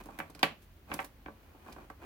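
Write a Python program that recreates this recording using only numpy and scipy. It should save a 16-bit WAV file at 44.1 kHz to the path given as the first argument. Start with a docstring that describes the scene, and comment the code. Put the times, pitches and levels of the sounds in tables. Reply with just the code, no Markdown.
"""Light taps and ticks of ballpoint pens, sorted by hand on a wooden table in a small room.
Each impact excites the damped modes of boards and barrel; one pen drops with a sharp knock.
Clips and caps click against each other, and sliding barrels rustle by stick-slip friction.
A low hum and a faint hiss lie underneath."""
import sys
import numpy as np
from scipy import signal
from scipy.io import wavfile

SR = 44100
rng = np.random.default_rng(int(sys.argv[2]) if len(sys.argv) > 2 else 0)


def inscribe(sig):
    """Save sig as 16-bit PCM at rate SR to the path in sys.argv[1].

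    A 1-D sig is mono; a 2-D sig holds one channel per row.
    Samples are clipped to [-1, 1] before scaling.
    """
    pcm = np.round(np.clip(np.atleast_2d(sig).T, -1, 1) * 32767)
    wavfile.write(sys.argv[1], SR, pcm.astype(np.int16))


N = 90404
RING_S, BUILD_CYCLES = 0.35, 0.77  # a resonance builds over its cycle, so the lows arrive late
BAND_EDGES_HZ = 25 * 2 ** np.arange(0, 9.6, .5)
BAND_CENTRES_HZ = np.sqrt(BAND_EDGES_HZ[1:] * BAND_EDGES_HZ[:-1])
WOOD_PAN_DB, CLIP_PAN_DB, RUB_PAN_DB = -1.9, -3.4, -0.5

# Impacts of a pen on the table: (time [s], level [dB], contact cutoff [Hz], thud [dB])
PEN_IMPACTS = [(0.057, -52, 1380, 18.5), (0.087, -41, 1190, -10.5), (0.119, -58, 1620, 3),
               (0.188, -41.5, 2520, 8.5), (0.2004, -35, 2310, -1.5), (0.297, -52.5, 1290, 12),
               (0.351, -57, 1900, 25.5), (0.4294, -21.5, 4460, 1.5), (0.9157, -36, 2540, 2),
               (0.939, -45, 1230, 18.5), (0.9900, -32, 2360, -13.5), (0.9990, -37.5, 1410, -10),
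               (1.04, -48, 1090, 8), (1.260, -46.5, 2330, 14), (1.2828, -43, 1480, 6.5),
               (1.547, -57, 1250, 14.5), (1.662, -49, 1520, 1), (1.685, -47.5, 1410, 7),
               (1.762, -48, 1470, 9), (1.783, -48.5, 1360, 10), (1.900, -44.5, 1720, 3.5)]
# Modes of the tabletop with a pen on it: (frequency [Hz], level [dB], T60 [s])
TABLETOP_MODES = [(157.3, -18.5, 0.31), (214.4, -24, 0.23), (296, -3.5, 0.072), (447, -13.5, 0.18),
                  (553.2, -10.5, 0.17), (762.7, -10.5, 0.15), (1041, -10, 0.086), (1147.3, -10, 0.18),
                  (1575, -3.5, 0.066), (1997, -11.5, 0.044), (2325, -6.5, 0.12), (2563, -8, 0.12),
                  (4640, 2.5, 0.025)]
# Modes of a hollow barrel against the wood: (frequency [Hz], level [dB], T60 [s])
HOLLOW_BARREL_MODES = [(781, -13.5, 0.079), (902, -16.5, 0.1), (1314, -17.5, 0.079)]
# Dense resonances of boards and barrels: (frequency [Hz], half-octave level [dB])
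WOOD_SPECTRUM = [(110, -63), (200, -17.5), (300, -18), (450, -19.5), (800, -6), (1200, -8.5), (1900, -4.5),
                 (2800, -2.5), (4200, -10.5), (15000, -15)]
def pen_taps():
    """Impact excitation: a blow rings tabletop and barrel; soft contact cuts treble, weight adds thud."""
    times, level_db, cutoff_hz, thud_db = np.transpose(PEN_IMPACTS)
    thud_hz, rolloff_order = 360, 8.6

    def blow(hz):
        """Force spectrum of each impact: a bass shelf and a steep low-pass."""
        shelf_db = thud_db / (1 + (hz / thud_hz) ** 2)
        return from_db(level_db + shelf_db) / np.hypot(1, (hz / cutoff_hz) ** rolloff_order)
    boards = dense_modes(WOOD_SPECTRUM, blow, rise_s=np.full(len(times), 98e-6), t60=0.038, room_db=-5.5)
    boards += ringing(TABLETOP_MODES, blow)
    # A loosely held pen thuds less and rings more, decibel for decibel.
    barrel = ringing(HOLLOW_BARREL_MODES, lambda hz: blow(hz) * from_db(-thud_db))
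    return pan(WOOD_PAN_DB) * placed(times, boards - barrel)


# Collisions between pens: (time [s], level [dB], contact cutoff [Hz], rise time [s])
CLIP_CONTACTS = [(0.036, -55.5, 10100, 0.0026), (0.057, -52.5, 12000, 0.00033),
                 (0.188, -44.5, 24000, 0.00031), (0.297, -52, 9300, 0.006), (0.3491, -45.5, 5700, 0.00036),
                 (0.392, -44.5, 5660, 0.00035), (0.4293, -29, 8800, 0.00025), (0.935, -35, 12000, 0.0074),
                 (1.001, -49, 8040, 0.00034), (1.02, -57, 8000, .0005), (1.0431, -43, 11100, 0.0038),
                 (1.723, -45.5, 5770, 0.0047), (1.899, -54.5, 7000, 0.0027)]
# Dense resonances of clips and caps: (frequency [Hz], half-octave level [dB])
CLIP_SPECTRUM = [(500, -26.5), (1500, -17), (2800, -17), (4200, -14), (6500, -14.5), (9000, -11),
                 (12000, -3), (15500, -4.5)]
# Modes of a metal cap: (frequency [Hz], level [dB], T60 [s])
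METAL_CAP_MODES = [(2410, 0.5, 0.022), (4240, -10.5, 0.031), (4970, -7.5, 0.053)]
def clip_ticks():
    """Free vibration of small parts: clips and caps click; the duller the touch, the more a cap rings."""
    times, level_db, cutoff_hz, rise_s = np.transpose(CLIP_CONTACTS)
    gain = from_db(level_db)
    reference_cutoff_hz = 4930
    clicks = dense_modes(CLIP_SPECTRUM, lambda hz: gain / np.hypot(1, (hz / cutoff_hz) ** 2),
                         rise_s, t60=0.063, room_db=-3)
    caps = ringing(METAL_CAP_MODES, lambda hz: gain * (reference_cutoff_hz / cutoff_hz) ** 2)
    return pan(CLIP_PAN_DB) * placed(times, clicks + caps)


# Pushes of a pen over the wood: (centre time [s], half-width [s], rub level [dB], rustle level [dB])
SLIDE_STROKES = [(0.005, 0.013, -48.5, -69), (0.14, 0.16, -55, -73.5), (0.409, 0.03, -55.5, -77),
                 (0.632, 0.021, -95, -69.5), (0.929, 0.035, -44, -65.5), (1.002, 0.041, -55, -61.5),
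                 (1.55, 0.32, -63, -82.5), (1.698, 0.049, -55, -72), (1.81, 0.046, -57, -79),
                 (2.052, 0.044, -49, -73)]
# Friction of barrel on wood: (frequency [Hz], half-octave level [dB])
RUB_SPECTRUM = [(110, -26), (280, -2.5), (450, -13), (800, -6.5), (1200, -8), (2400, -20), (4000, -29.5),
                (9000, -47)]
# Friction of barrel on barrel: (frequency [Hz], half-octave level [dB])
RUSTLE_SPECTRUM = [(1500, -69), (2500, -6), (5000, -6.5), (7000, -5), (13000, -2.5)]
def pen_slides():
    """Stick-slip friction: tiny random slips excite the wood, the neighbouring barrels and a cap."""
    t = np.arange(N) / SR
    centre_s, half_width_s, rub_db, rustle_db = np.transpose(SLIDE_STROKES)
    strokes = np.exp(-((t - centre_s[:, None]) / half_width_s[:, None]) ** 2)
    slips_per_s, scatter_db, cap_db = 2200, 3, -14
    slips = (rng.random(N) < slips_per_s / SR) * from_db(scatter_db * rng.standard_normal(N))
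    friction = slips * rng.standard_normal((2, 2, N)) + 1e-18
    cap_hz, _, cap_t60 = METAL_CAP_MODES[0]
    radius = decay(1 / SR, cap_t60)
    resonator = [1, -2 * radius * np.cos(2 * np.pi * cap_hz / SR), radius * radius]
    cap = signal.lfilter([1, 0, -1], resonator, friction[0])
    rub = coloured(RUB_SPECTRUM, friction) + from_db(cap_db) * cap / cap.std()
    rustle = coloured(RUSTLE_SPECTRUM, friction)
    return (pan(RUB_PAN_DB) * (from_db(rub_db) @ strokes) * rub
            + pan(CLIP_PAN_DB) * (from_db(rustle_db) @ strokes) * rustle)


def ringing(modes, excitation):
    """Modal superposition: damped sines of alternating sign, out of step between left and right."""
    t, out = np.arange(int(RING_S * SR)) / SR, 0
    for k, (hz, level_db, t60) in enumerate(modes):
        spread_rad = 0.83 * (1 - at_hz(STEREO_COHERENCE, hz))
        phase = spread_rad * rng.choice([-1, 1]) * np.array([[1], [-1]])
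        attack = np.minimum(t * hz / BUILD_CYCLES, 1)
        ring = np.sin(2 * np.pi * hz * t + phase) * decay(t, t60) * attack
        out = out + (-1) ** (k + 1) * from_db(level_db) * excitation(hz)[:, None, None] * ring
    return out


# Reverberation of the small room: (frequency [Hz], T60 [s])
ROOM_DECAY = [(120, 0.43), (320, 0.25), (700, 0.27), (1400, 0.21), (2600, 0.25), (4500, 0.21),
              (14000, 0.17)]
def dense_modes(spectrum, excitation, rise_s, t60, room_db):
    """Modal overlap: crowded resonances act as decaying noise, with a first crack and a room tail."""
    t, out = np.arange(int(RING_S * SR)) / SR, 0
    white = rng.standard_normal((len(rise_s), 2, 2, len(t)))
    rise = np.maximum(rise_s, 1 / SR)[:, None, None]
    since_rise = np.maximum(t - rise, 0)
    crack = from_db(6.5) * decay(since_rise, t60=0.014)
    direct = decay(since_rise, t60) + crack
    for k, hz in enumerate(BAND_CENTRES_HZ):
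        if hz > 100:
            attack = np.minimum(t / (rise + BUILD_CYCLES / hz), 1)
            tail = from_db(room_db) * decay(t, at_hz(ROOM_DECAY, hz))
            burst = stereo_band(white[:, k % 2] * attack * (direct + tail), k)
            rms = np.sqrt((burst ** 2).sum(axis=2, keepdims=True) / (.01 * SR))  # energy over 10 ms
            out = out + burst / rms * from_db(at_hz(spectrum, hz)) * excitation(hz)[:, None, None]
    return out


# Likeness of left and right: (frequency [Hz], correlation [1])
STEREO_COHERENCE = [(60, 0.92), (300, 0.89), (700, 0.55), (1400, 0.13), (3000, 0.077), (14000, 0.061)]
def stereo_band(pair, k):
    """Partial coherence: sum and difference of two independent signals, in half-octave band k."""
    coherence = np.clip(at_hz(STEREO_COHERENCE, BAND_CENTRES_HZ[k]), -.99, .99)
    blend = np.sqrt([[1 + coherence, 1 - coherence]] * 2) * [[1, 1], [1, -1.02]]
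    bandpass = signal.butter(2, BAND_EDGES_HZ[k:k + 2], "band", fs=SR, output="sos")
    return signal.sosfilt(bandpass, blend @ pair)


def coloured(spectrum, source):
    """Spectral shaping: each band gets its level; adjacent bands draw on independent noise pairs."""
    bands = (stereo_band(source[k % 2], k) for k in range(len(BAND_CENTRES_HZ)))
    return sum(from_db(at_hz(spectrum, hz)) * band / band.std() for hz, band in zip(BAND_CENTRES_HZ, bands))


def placed(times, sounds):
    """Linear superposition: each sound adds in at its onset time."""
    out = np.zeros((2, N + SR))
    for onset_s, sound in zip(times, sounds):
        start = max(int(onset_s * SR), 0)
        out[:, start:start + sound.shape[1]] += sound
    return out[:, :N]


def from_db(db):
    """Amplitude ratio of a level in decibels."""
    return 10 ** (np.asarray(db) / 20)


def at_hz(points, hz):
    """Linear interpolation along log frequency."""
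    frequencies, values = np.transpose(points)
    return np.interp(np.log(hz), np.log(frequencies), values)


def decay(t, t60):
    """Exponential damping: 60 dB down at t60."""
    return np.exp(-np.log(1000) * t / t60)


def pan(db):
    """Intensity panning: gains that put the left db above the right."""
    return from_db(np.array([[db], [-db]]) / 2)


# Room noise and hiss: (frequency [Hz], half-octave level [dB])
NOISE_SPECTRUM = [(30, -105), (50, -71), (80, -63), (130, -73.5), (280, -70.5), (600, -76), (1200, -74.5),
                  (2500, -74.5), (7000, -82.5), (11000, -80), (15000, -72.5)]
# Low hum: (frequency [Hz], level [dB])
HUM_TONES = [(45, -64.5), (67.5, -67)]
def background():
    """Broadband noise under two low tones that waver by slow amplitude and phase modulation."""
    t, knots = np.arange(N) / SR, np.linspace(0, N / SR, num=16)
    out = coloured(NOISE_SPECTRUM, rng.standard_normal((2, 2, N)))
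    waver = 0.78
    for hz, db in HUM_TONES:
        swell, drift = (np.interp(t, knots, waver * rng.standard_normal(len(knots))) for _ in range(2))
        out = out + np.sqrt(2) * from_db(db) * (1 + swell) * np.sin(2 * np.pi * hz * t + 2 * drift)
    return out


def scene():
    """Sound pressures add: pens and table over the quiet room."""
    return pen_taps() + clip_ticks() + pen_slides() + background()


def record(dry):
    """Band limiting: a steep elliptic low-pass cuts the treble above 16.3 kHz."""
    return signal.sosfilt(signal.ellip(10, .2, 70, 16300, fs=SR, output="sos"), dry)


dry = scene()
out = record(dry)
inscribe(out)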